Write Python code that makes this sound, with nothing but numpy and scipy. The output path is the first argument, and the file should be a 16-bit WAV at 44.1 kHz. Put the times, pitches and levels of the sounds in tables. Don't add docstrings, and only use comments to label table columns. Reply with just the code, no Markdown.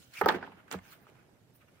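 import sys
import numpy as np
from scipy import signal
from scipy.fft import rfft, irfft, next_fast_len
from scipy.io import wavfile
from scipy.ndimage import uniform_filter1d

SR = 44100
rng = np.random.default_rng(int(sys.argv[2]) if len(sys.argv) > 2 else 0)


def ratio(d):
    e = np.asarray(d, float) / 20
    return 10 ** e


def persist_wave(psi):
    counts = np.round(np.clip(psi, -1, 1) * 32767).astype(np.int16)
    wavfile.write(sys.argv[1], SR, np.atleast_2d(counts).T)


N = 79380

# pitch_hz, likeness (1 = identical, -1 = opposite)
STEREO_LIKENESS = [(30, 0.61), (100, 0.85), (400, 0.55), (1000, 0.26), (3000, -0.11), (9000, -0.11),
                   (14000, 0.68)]


def unit(x):
    return x / np.sqrt(np.mean(x ** 2) + 1e-20)


def along(points, hz):
    point_hz, value = np.transpose(points)
    return np.interp(np.log(hz + 1), np.log(point_hz + 1), value)


def stereo_angle(hz):
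    return np.arccos(np.clip(along(STEREO_LIKENESS, hz), -1, 1)) / 2


def filtered(x, response):
    size = next_fast_len(N + SR // 2)
    spectrum = rfft(x, size) * response(np.fft.rfftfreq(size, 1 / SR))
    return irfft(spectrum, size)[..., :N]


def band(x, hz, share):
    edges = np.clip([hz * (1 - share / 2), hz * (1 + share / 2)], 50, 0.45 * SR)
    return signal.sosfilt(signal.butter(2, edges, "band", fs=SR, output="sos"), x)


def swell(peak_s, rise_s, fall_s):
    t = np.arange(N) / SR - peak_s
    rise = np.exp(-2 * (t / rise_s) ** 2)
    fall = np.exp(-2 * np.abs(t / fall_s) ** 1.09)
    return np.where(t < 0, rise, fall)


def rush(spectrum, patchy_db, grain_db):
    cells = signal.stft(rng.standard_normal((2, N + 512)), nperseg=512)[2]
    patches = uniform_filter1d(rng.standard_normal(cells.shape[1:]), size=6, axis=0)
    patches = unit(uniform_filter1d(patches, size=4, axis=1))
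    pair = signal.istft(cells * ratio(patchy_db * patches), nperseg=512)[1][:, :N]
    grain = unit(uniform_filter1d(rng.standard_normal(N), size=90))
    pair = pair * ratio(grain_db * grain)

    def color(hz):
        angle = stereo_angle(hz)
        return ratio(along(spectrum, hz)) * [np.cos(angle), np.sin(angle)]

    mid, side = filtered(pair, color)
    return unit(np.array([mid + side, mid - side]))


def knocks():
    # start_s, peak_db, hardness_hz (centre), reach_octaves, ring_factor (length)
    contacts = [(.2126, -26.5, 1260, 1.3, 0.87), (.2155, -21.5, 1390, 0.37, 0.34),
                (.2175, -25, 410, 0.18, 0.44), (.241, -37, 1520, .5, 1), (.2598, -19, 1050, 0.44, 0.58),
                (.2612, -20, 572, 0.49, 0.72), (.2652, -27.5, 880, 0.36, 1),
                (.2853, -28.5, 1130, 2.4, 0.77), (.2881, -22, 1720, 0.24, 1),
                (.2885, -26.5, 735, 0.78, 0.44), (.2943, -27.5, 889, 0.74, .5),
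                (.2968, -31.5, 1217, 0.79, 0.3), (.304, -30, 1580, 0.5, 0.33), (.339, -38, 750, 0.18, 0.65),
                (.345, -30, 1620, 0.13, 0.47), (.343, -25.5, 318, 0.26, 1), (.371, -31.5, 383, 0.29, 0.19),
                (.4268, -34, 1626, 0.1, 0.75), (.429, -41, 870, 0.58, 0.58), (.440, -42.5, 1650, 0.13, 1),
                (.4755, -42.5, 860, 0.14, 0.32), (.519, -56, 810, 0.79, 0.79), (.68, -57, 1370, 0.29, .6),
                (.7138, -38.5, 1780, 1.34, 0.18), (.7278, -38, 1750, 0.27, 0.1), (.737, -48, 1650, 2, 0.43),
                (.7425, -27, 1060, 0.27, 0.14), (.7452, -30, 407, 0.29, 0.2), (.789, -52, 2000, 1.2, 0.6),
                (1.068, -53.5, 1150, 0.28, 0.43), (1.09, -51.5, 505, 0.62, 0.23),
                (1.119, -58.5, 345, 0.54, 0.52)]
    # pitch_hz, level_db, t60_s
    body_modes = [(228, 1, 0.107), (355.6, -0.5, 0.05), (420.3, 2, 0.082), (527, 4.5, .04),
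                  (732, -10, 0.055), (795, 3, .04), (870, -1, .1), (959, 1.5, 0.044), (1185, -1.5, 0.039),
                  (1294, 3, 0.043), (1536, -2, 0.062), (1706, -2, 0.045), (1837, -4, .07),
                  (2110, -2.5, 0.045)]
    hz, level_db, t60_s = np.transpose(body_modes)[:, :, None]
    out, t = np.zeros((2, N + SR)), np.arange(SR // 5) / SR
    for start_s, peak_db, hard_hz, reach_octaves, ring_factor in contacts:
        chance = rng.standard_normal((3, len(body_modes), 1))
        noise = rng.standard_normal((2, len(t)))

        reach_db = -6 * (np.log2(hz / hard_hz) / reach_octaves) ** 2
        scatter_db = 1.5 * chance[0]
        modes = ratio(level_db + reach_db + scatter_db - 60 * t / (t60_s * ring_factor))
        phase = 2 * np.pi * hz * (1 + 0.012 * chance[1]) * t
        apart = 0.37 * np.tanh(hz / 1400) * (1 + 1.8 * chance[2])
        ring = np.array([(modes * np.sin(phase + side * apart)).sum(0) for side in (1, -1)])
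        ring = ring * (1 - np.exp(-t * hard_hz / 0.46))

        crack = (noise[0] + 0.7 * noise[::-1]) * ratio(-16 - 60 * t / 0.006)
        crack = band(crack, hard_hz, 0.22) * np.sqrt(SR / hard_hz / 4)
        softness = signal.butter(4, 2.01 * hard_hz, fs=SR, output="sos")
        hit = signal.sosfilt(softness, ring + crack)
        out[:, round(start_s * SR):][:, :len(t)] += ratio(peak_db + 3) * hit
    no_bass = signal.butter(4, 293.7, "high", fs=SR, output="sos")
    return signal.sosfilt(no_bass, out[:, :N])


def ticks():
    # start_s, peak_db, pitch_hz, width_share (of pitch), t60_s
    charm_ticks = [(0.212, -32.5, 14400, .58, .0075), (0.2136, -36, 4470, 0.57, 0.015),
                   (0.215, -33, 13000, 0.34, 0.0099), (0.2595, -18, 15900, 0.19, 0.0084),
                   (.2596, -30.5, 4200, 0.66, 0.015), (0.2598, -43.5, 6500, 0.36, 0.0099),
                   (.269, -57, 14600, .2, 0.0068), (0.2852, -28, 14600, 0.18, 0.0067),
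                   (.2858, -23.5, 3370, 1, 0.0067), (0.2882, -19, 4480, 0.28, 0.0071),
                   (0.2884, -19.5, 3170, 0.33, 0.03), (0.296, -33, 5490, .7, 0.0097),
                   (.301, -33, 3290, 0.27, 0.014), (0.35, -40.5, 3160, 0.21, 0.029),
                   (0.429, -48, 3000, 0.46, .005), (0.7142, -22.5, 4770, 1.1, 0.0015),
                   (.7143, -38, 7200, 0.13, 0.0052), (0.724, -35, 10000, 0.53, .006),
                   (.7272, -32.5, 7940, 0.35, .005), (0.726, -34.5, 3460, 0.23, 0.0055),
                   (.7305, -42, 7000, 1, .004), (0.7358, -39, 7000, 0.91, 0.0046),
                   (0.737, -36, 3470, 0.31, .006), (0.787, -56, 7160, 0.13, 0.0085),
                   (0.789, -51, 3030, 0.44, 0.011), (1.099, -55, 4500, 1.3, .006)]
    out, t = np.zeros((2, N + SR)), np.arange(SR // 50) / SR
    for start_s, peak_db, pitch_hz, width_share, t60_s in charm_ticks:
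        noise = rng.standard_normal((2, len(t)))
        angle = stereo_angle(pitch_hz)
        pair = np.cos(angle) * noise[0] + np.sin(angle) * noise[1] * [[1], [-1]]
        burst = band(pair * ratio(-60 * t / t60_s), pitch_hz, width_share)
        out[:, round(start_s * SR):][:, :len(t)] += ratio(peak_db) * burst / np.abs(burst).max()
    return out[:, :N]


def thumps():
    # start_s, level_db
    blows = [
        (.228, -28),
        (0.267, -50),
        (0.345, -34),
        (.386, -40),
        (0.526, -48),
        (.7468, -29),
    ]
    # pitch_hz, level_db, t60_s, rise_s
    desk_modes = [(90.7, -7.5, 0.15, 0.0098), (184.3, 15.5, 0.081, 0.022), (376, -21, .06, 0.017),
                  (49.5, -25.5, 0.32, .01)]
    out, t = np.zeros(N + SR), np.arange(SR // 2) / SR
    for start_s, blow_db in blows:
        for pitch_hz, level_db, t60_s, rise_s in desk_modes:
            fade = ratio(level_db + rng.normal(0, 1) - 60 * t / t60_s)
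            onset = (1 - np.exp(-t / rise_s)) ** 2
            ring = fade * np.sin(2 * np.pi * pitch_hz * t) * onset
            out[round(start_s * SR):][:len(t)] += ratio(blow_db) * ring
    return out[:N]


def rubbing():
    # peak_s, rise_s, fall_s, leather_db, skin_db
    strokes = [(0.029, 0.1, 0.13, -67.5, -60), (0.139, 0.007, 0.036, -57.5, -62.5),
               (0.194, 0.068, 0.059, -50, -50), (0.29, 0.0018, 0.042, -55, -54),
               (.318, 0.012, 0.032, -48.5, -55), (.347, 0.0063, 0.031, -44.5, -59),
               (0.474, .02, 0.011, -57.5, -89), (0.522, 0.011, 0.032, -60, -89),
               (0.592, 0.035, 0.032, -59, -92), (0.682, 0.008, 0.03, -60.5, -74),
               (0.721, 0.013, 0.044, -41.5, -46), (.86, 0.058, 0.088, -63.5, -66),
               (0.934, 0.056, 0.037, -58, -61.5), (1.028, 0.092, 0.055, -83, -86),
               (1.09, 0.035, 0.047, -64, -71.5), (1.198, 0.083, 0.082, -69.5, -79.5),
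               (1.561, 0.014, .025, -78, -76), (1.619, 0.023, 0.042, -65, -78),
               (1.686, 0.01, 0.013, -64, -84), (1.785, 0.11, 0.052, -69.5, -77.5)]
    # pitch_hz, density_db (per Hz)
    leather_color = [(250, -27), (1000, -4.5), (1500, 6), (1850, -1), (2350, 1.9), (3400, -7.5),
                     (4500, -35), (9000, -24.5)]
    # pitch_hz, density_db (per Hz)
    skin_color = [(1500, -39), (3000, -2.5), (6000, -8), (9500, -11.5), (12500, -18.5), (15000, -10),
                  (16500, -10)]
    dull = sum(ratio(leather_db) * swell(s, rise, fall) for s, rise, fall, leather_db, _ in strokes)
    bright = sum(ratio(skin_db) * swell(s, rise, fall) for s, rise, fall, _, skin_db in strokes)
    rasp = dull * rush(leather_color, patchy_db=2.0, grain_db=1.5)
    hiss = bright * rush(skin_color, patchy_db=3.5, grain_db=1.5)

    waver_hz = 190 * unit(uniform_filter1d(rng.standard_normal(N), size=60))
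    squeak = np.sin(2 * np.pi * np.cumsum(2330 + waver_hz) / SR)
    squeak = squeak * swell(peak_s=0.187, rise_s=0.033, fall_s=0.012)
    return rasp + hiss + ratio(-39.5) * squeak * ratio([[1.5], [-2.5]])


def cord():
    # peak_s, rise_s, fall_s, level_db
    slides = [
        (.15, 0.027, .06, -70),
        (.73, .015, 0.026, -71),
        (.86, .04, 0.056, -73),
        (0.929, 0.058, 0.043, -55.5),
        (1.03, 0.036, 0.045, -69),
        (1.562, 0.025, 0.027, -60),
    ]
    # pitch_hz, density_db (per Hz)
    cord_color = [(6000, -76), (9000, -11.5), (12300, -27.5), (13500, -13), (15400, -5), (16500, -11.5)]
    pull = sum(ratio(level_db) * swell(s, rise, fall) for s, rise, fall, level_db in slides)
    return pull * rush(cord_color, patchy_db=5.5, grain_db=1.5)


def pages():
    # peak_s, rise_s, fall_s, level_db
    settles = [
        (0.246, 0.018, 0.032, -37.5),
        (.277, 0.004, 0.069, -43),
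        (0.309, 0.045, 0.04, -34),
        (0.357, 0.077, 0.06, -41),
        (0.443, 0.042, 0.066, -46),
        (0.489, 0.024, 0.27, -63),
        (0.742, 0.024, 0.021, -41.5),
        (0.789, 0.03, 0.01, -59.5),
        (1.081, 1, 0.6, -65.5),
    ]
    # pitch_hz, density_db (per Hz)
    paper_color = [(59, -49), (100, -10), (213, 1.5), (831, -3.5), (1350, -6.5), (1700, -7.5),
                   (4840, -26.5), (9070, -51.5), (15000, -60)]
    shuffle = sum(ratio(level_db) * swell(s, rise, fall) for s, rise, fall, level_db in settles)
    return shuffle * rush(paper_color, patchy_db=1.8, grain_db=1.8)


def room(x):
    # pitch_hz, t60_s
    walls = [(200, 0.063), (2000, 0.083), (10000, 0.072)]
    hz, t, cells = signal.stft(rng.standard_normal((2, SR // 2)), SR, nperseg=256)
    angle = stereo_angle(hz)[:, None]
    sides = np.array([1, -1])[:, None, None]
    cells = np.cos(angle) * cells[0] + np.sin(angle) * cells[1] * sides
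    decay = ratio(-60 * t / along(walls, hz)[:, None])
    tail = signal.istft(cells * decay, SR, nperseg=256)[1]
    tail = tail / np.linalg.norm(tail[0])
    late = np.pad(x, (200, 0))[None]
    return signal.fftconvolve(late, tail, axes=1)[:, :N]


def room_hum():
    # pitch_hz, density_db (per Hz)
    hum_color = [(15, -47), (25, -28.5), (118, -2), (172, -7), (617, -16), (726, -18.5), (927, -24),
                 (11600, -36.5), (16500, -42.5)]
    return ratio(-64.5) * rush(hum_color, patchy_db=2.0, grain_db=-1.0)


def scene():
    near = knocks() + ticks() + thumps() + rubbing() + cord() + pages()
    return near + ratio(-11.5) * room(near.mean(0)) + room_hum()


def top_cut(x):
    return signal.sosfilt(signal.butter(12, 17360, fs=SR, output="sos"), x)


def record(dry):
    def treble_loss(hz):
        slope = np.exp(np.clip((15900 - hz) / 116.8, -50, 50))
        shelf_db = -38 / (1 + slope)
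        return ratio(shelf_db - 60 * (hz > 17300))

    mix = filtered(dry, treble_loss) * ratio([[-1.65], [1.65]])
    return top_cut(mix)


dry = scene()
out = record(dry)
persist_wave(out)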